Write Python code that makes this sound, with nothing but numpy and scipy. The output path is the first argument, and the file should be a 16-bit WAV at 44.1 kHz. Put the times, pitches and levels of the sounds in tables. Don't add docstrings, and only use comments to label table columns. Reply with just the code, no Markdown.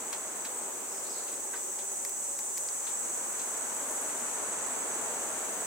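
import sys
import numpy as np
from scipy import signal
from scipy.fft import rfft, irfft
from scipy.io import wavfile

SR = 44100
rng = np.random.default_rng(int(sys.argv[2]) if len(sys.argv) > 2 else 0)


def inscribe(sig):
    pcm = np.round(np.clip(np.atleast_2d(sig).T, -1, 1) * 32767)
    wavfile.write(sys.argv[1], SR, pcm.astype(np.int16))


N = 249606
TIME = np.arange(N) / SR
FREQS = np.fft.rfftfreq(N, 1 / SR)


def cicada(hz, width, db, clicks_per_s, pan_db, jitter=.0042, rough=.42, throb_db=1.5):
    cycles = np.cumsum(clicks_per_s * (1 + jitter * wander(25))) / SR + rng.random()
    clicks = np.diff(np.floor(cycles), prepend=0)
    clicks *= 1 + rough * rng.standard_normal(N)
    song = resonate(clicks, hz, width) * gain_of(throb_db * wander(60))
    heard = forest(song, wet_db=.5, echo_s=.44, lag_s=.00002)
    return gain_of(db + np.array([[pan_db], [-pan_db]]) / 2) * unit_level(heard)


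# body ring f/Hz, width/Hz, level/dB, click rate/Hz, left minus right/dB
NEAR_CICADAS = [(6400, 1050, -49.5, 206, 3), (7200, 130, -49.5, 312.4, 8), (7476, 240, -48.5, 206.5, -4.5),
                (7834, 210, -45, 312.4, -2.5), (7956, 185, -45, 207.3, -6), (8275, 250, -57, 205.5, -10),
                (8780, 310, -53, 177, -3)]
# f/Hz, relative level/dB
FAR_CICADAS = [(4800, -40), (5450, -22), (5800, -11.5), (6100, -6), (6750, -3), (7100, -2), (7600, -4),
               (7950, 1), (8400, -2), (8800, -3), (9100, -10), (10000, -14.5), (11500, -18.5), (13000, -32)]
# start t/s, ease-off t/s, added level/dB relative to the quiet song
FULL_SONG = [(.75, 4.85, .4)]

def cicada_chorus():
    effort = unit_level(swells(FULL_SONG, rest_db=0, rise_s=1.5, fall_s=4))
    far = gain_of(-40.5 + .5 * wander(45)) * airy_noise(FAR_CICADAS, lag_s=.000017)
    near = sum(cicada(*row) for row in NEAR_CICADAS)
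    return effort * (far + near)


# loudest t/s, fade time/s, ring f/Hz, width/Hz, level/dB, click rate/Hz
SHORT_BUZZES = [(.59, 0.1, 8130, 260, -40.5, 204), (2.98, .07, 7850, 500, -38, 204),
                (4.0, 0.45, 10600, 3600, -51, 170)]

def buzzes():
    return sum(cicada(hz, width, db, rate, pan_db=2) * hump(s, fade_s)
               for s, fade_s, hz, width, db, rate in SHORT_BUZZES)


# f/Hz, relative level/dB
SIZZLE_TONE = [(9000, -24), (11000, -10), (12300, -8), (13500, -3), (14700, 0), (16000, -3.5)]
# start t/s, ease-off t/s, added level/dB
SIZZLE_SWELLS = [(-.25, 3.98, -54.5), (4.55, 5.7, -51.2)]

def small_insects():
    level = swells(SIZZLE_SWELLS, rest_db=-54.1, rise_s=1.2, fall_s=.42)
    flicker = gain_of(.4 * wander(60))
    return level * flicker * airy_noise(SIZZLE_TONE)


# t/s, wood level/dB, snap level/dB, sharp edge level/dB
CLAW_TICKS = [(.128, -36, -31, -26), (.449, -43, -29, -30), (1.788, -46, -30, -46),
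              (2.0502, -35.5, -23, -21), (2.0947, -50, -34, -21.5), (2.391, -40, -23, -23),
              (2.5761, -38, -26, -25), (2.5808, -45, -22, -20), (2.6875, -43, -22, -44)]
# f/Hz, width/Hz
BARK_RINGS = [(950, 700), (2050, 660), (6300, 2700), (10700, 6000)]

def woodpecker_ticks(crumble_db=-20, crumble_s=.0008, tock_db=-5):
    out, t = np.zeros(N), TIME[:1024]
    for s, wood_db, snap_db, edge_db in CLAW_TICKS:
        crumble = gain_of(crumble_db) * rng.standard_normal(len(t)) * np.exp(-t / crumble_s)
        blow = (t == 0) + crumble
        for db, (hz, width) in zip((wood_db + tock_db, wood_db, snap_db, edge_db), BARK_RINGS):
            ring = resonate(blow, hz, width)
            add(out, s, gain_of(db) * ring / abs(ring).max())
    return forest(out, wet_db=-5, echo_s=.04)


# t/s, level/dB, f/Hz, width/Hz, fade time/s
BARK_SCUFFS = [(.128, -36.3, 2400, 10000, 0.015), (.448, -38.5, 3700, 7500, 0.015),
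               (1.278, -49, 2700, 4500, .03), (1.326, -50, 2800, 4000, 0.015),
               (1.534, -40.3, 1370, 1500, 0.026), (1.555, -52, 5000, 2400, 0.03),
               (1.79, -49.5, 3220, 3500, 0.021), (2.866, -45, 2900, 3200, .024),
               (3.39, -50, 3500, 4500, .04), (4.09, -45, 1800, 2400, .015)]

def woodpecker_scuffs(rise_s=.0006, grains_per_s=6000):
    out, t = np.zeros(N), TIME[:SR // 4]
    for s, db, hz, width, fade_s in BARK_SCUFFS:
        grains = rng.standard_normal(len(t)) * (rng.random(len(t)) < grains_per_s / SR)
        shape = (1 - np.exp(-t / rise_s)) * np.exp(-t / fade_s)
        add(out, s, gain_of(db) * unit_level(resonate(grains, hz, width)) * shape)
    return forest(out, wet_db=-4, echo_s=.11, lag_s=.00005)


# t/s, length/s, start f/Hz, end f/Hz, level/dB
BIRD_NOTES = [(0.878, 0.13, 5530, 5300, -57), (1.037, 0.045, 4200, 4270, -54.5),
              (1.08, .08, 5130, 4870, -54), (1.121, 0.093, 4370, 3940, -56.5)]

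def small_bird(rasp_hz=370):
    out = np.zeros(N)
    for s, length, start_hz, end_hz, db in BIRD_NOTES:
        n = int(length * SR)
        hz = np.linspace(start_hz, end_hz, n) + rasp_hz * wander(500)[:n]
        whistle = np.sin(2 * np.pi * np.cumsum(hz) / SR)
        add(out, s, gain_of(db) * whistle * signal.windows.tukey(n, .5))
    return forest(out, wet_db=5, echo_s=.66)


# f/Hz, relative level/dB
QUIET_ROAR = [(110, -43), (170, -20), (220, -7), (300, -8), (400, -3), (520, -3.5), (680, -5), (850, -2),
              (1300, -7.5), (2000, -11.5), (2800, -17), (5000, -22), (6500, -42)]
LOUD_ROAR = [(110, -65), (180, -13.5), (222, -5.5), (337, -6), (438, -1.5), (533, -3), (612, 0),
             (684, -3.5), (929, -2), (1210, -4.5), (1370, -5), (3390, -17.5), (5000, -21.5), (6500, -65),
             (11000, -120)]
RUMBLE_TONE = [(20, -30), (35, -23), (60, -10), (90, 0.5), (135, 3), (155, -0.5), (170, -16), (220, -10),
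               (400, -28)]
LEAF_HISS = [(1200, -21), (2500, 3), (4000, -2.5), (5500, 1.5), (9000, -12.5), (16000, -20)]
# start t/s, ease-off t/s, added level/dB
LONG_SWELLS = [(-2.5, 0, -46.4), (2.8, 5.7, -41.9)]

def distant_roar(rest_db=-50.1, rise_s=2.1, fall_s=2.05, split_hz=620):
    bass_level = swells(LONG_SWELLS, rest_db, rise_s, fall_s)
    treble_level = swells(LONG_SWELLS, rest_db, rise_s, fall_s, lead_s=.24)
    growth = np.log(treble_level / treble_level.min())
    loud_share = np.clip(1.24 * growth / growth.max(), 0, 1)
    roar = np.sqrt(1 - loud_share) * airy_noise(QUIET_ROAR) + np.sqrt(loud_share) * airy_noise(LOUD_ROAR)
    bass = irfft(rfft(roar) / (1 + (FREQS / split_hz) ** 4), N)
    rumble = gain_of(-26.5) * airy_noise(RUMBLE_TONE)
    leaves = gain_of(-61.7) * airy_noise(LEAF_HISS)
    return bass_level * (bass + rumble) + treble_level * (roar - bass) + leaves


# f/Hz, width/Hz, level/dB, loudest t/s, fade time/s
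ENGINE_HUMS = [(75.5, 9.7, -78, 2.4, 12), (377, 50, -57, 1.25, 1.2), (562, 21, -60, 1.9, 1.15),
               (821, 160, -62, 1.8, 1.1)]

def far_engine():
    out = np.zeros(N)
    for hz, width, db, s, fade_s in ENGINE_HUMS:
        phase = 2 * np.pi * hz * TIME
        hum = wander(width / 2) * np.cos(phase) + wander(width / 2) * np.sin(phase)
        out += gain_of(db) * hump(s, fade_s) * unit_level(hum)
    return out


# f/Hz, likeness (1 = the same)
LIKENESS = [(160, 1), (330, .98), (500, 0.8), (770, 0.73), (1170, .46), (1800, 0.27), (2800, -0.15),
            (4200, -0.12), (6400, 0.07), (9800, 0.7), (15000, 0.05)]
# f/Hz, left minus right/dB
BALANCE = [(150, 0.5), (500, 3.5), (1200, 3), (2700, 0.5), (6400, 0), (8500, 0), (11000, 1), (14500, 4)]

def airy_noise(tone, lag_s=0):
    left, other = rfft(rng.standard_normal((2, N)))
    alike, lean_db = np.clip(curve(LIKENESS), -1, 1), curve(BALANCE) / 2
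    right = alike * left + np.sqrt(1 - alike ** 2) * other
    delay = np.exp(-2j * np.pi * FREQS * lag_s)
    pair = np.array([left * gain_of(lean_db) * delay, right * gain_of(-lean_db)])
    sound = irfft(pair * gain_of(curve(tone)), N)
    return sound / np.std(sound.mean(0))


def forest(x, wet_db, echo_s, lag_s=0):
    t = TIME[:SR // 2]
    tail = rng.standard_normal((2, len(t))) * gain_of(-60 * t / echo_s)
    echoes = signal.fftconvolve(x[None], tail / np.linalg.norm(tail[0]), axes=1)[:, :N]
    left = irfft(rfft(x) * np.exp(-2j * np.pi * FREQS * lag_s), N)
    return np.array([left, x]) + gain_of(wet_db) * echoes


def swells(rows, rest_db, rise_s, fall_s, lead_s=0):
    t, power = TIME + lead_s, gain_of(rest_db) ** 2
    for start, ease_off, db in rows:
        rise = np.clip((t - start) / rise_s, 0, 1)
        fall = np.clip(1 - (t - ease_off) / fall_s, 0, 1)
        power = power + gain_of(db) ** 2 * rise * fall
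    return np.sqrt(power)


def hump(s, fade_s):
    return np.exp(-((TIME - s) / fade_s) ** 2)


def resonate(x, hz, width):
    b, a = signal.iirpeak(hz, hz / width, SR)
    return signal.lfilter(b, a, signal.lfilter(b, a, x))


def wander(hz):
    return unit_level(irfft(rfft(rng.standard_normal(N)) / (1 + (FREQS / hz) ** 4), N))


def curve(points):
    hz, value = np.transpose(points)
    return np.interp(np.log(FREQS + 1), np.log(hz + 1), value)


def gain_of(db):
    return 10 ** (np.asarray(db) / 20)


def unit_level(x):
    return x / np.sqrt(np.mean(x ** 2) + 1e-30)


def add(mix, s, sound):
    part = mix[round(s * SR):][:len(sound)]
    part += sound[:len(part)]


def scene():
    insects = cicada_chorus() + small_insects() + buzzes()
    background = distant_roar() + far_engine()
    birds = woodpecker_ticks() + woodpecker_scuffs() + small_bird()
    return insects + birds + background


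def record(dry, top_hz=15850):
    lowpass = signal.firwin(1023, top_hz, window=("kaiser", 8), fs=SR)
    return signal.oaconvolve(dry, lowpass[None], "same")


dry = scene()
out = record(dry)
inscribe(out)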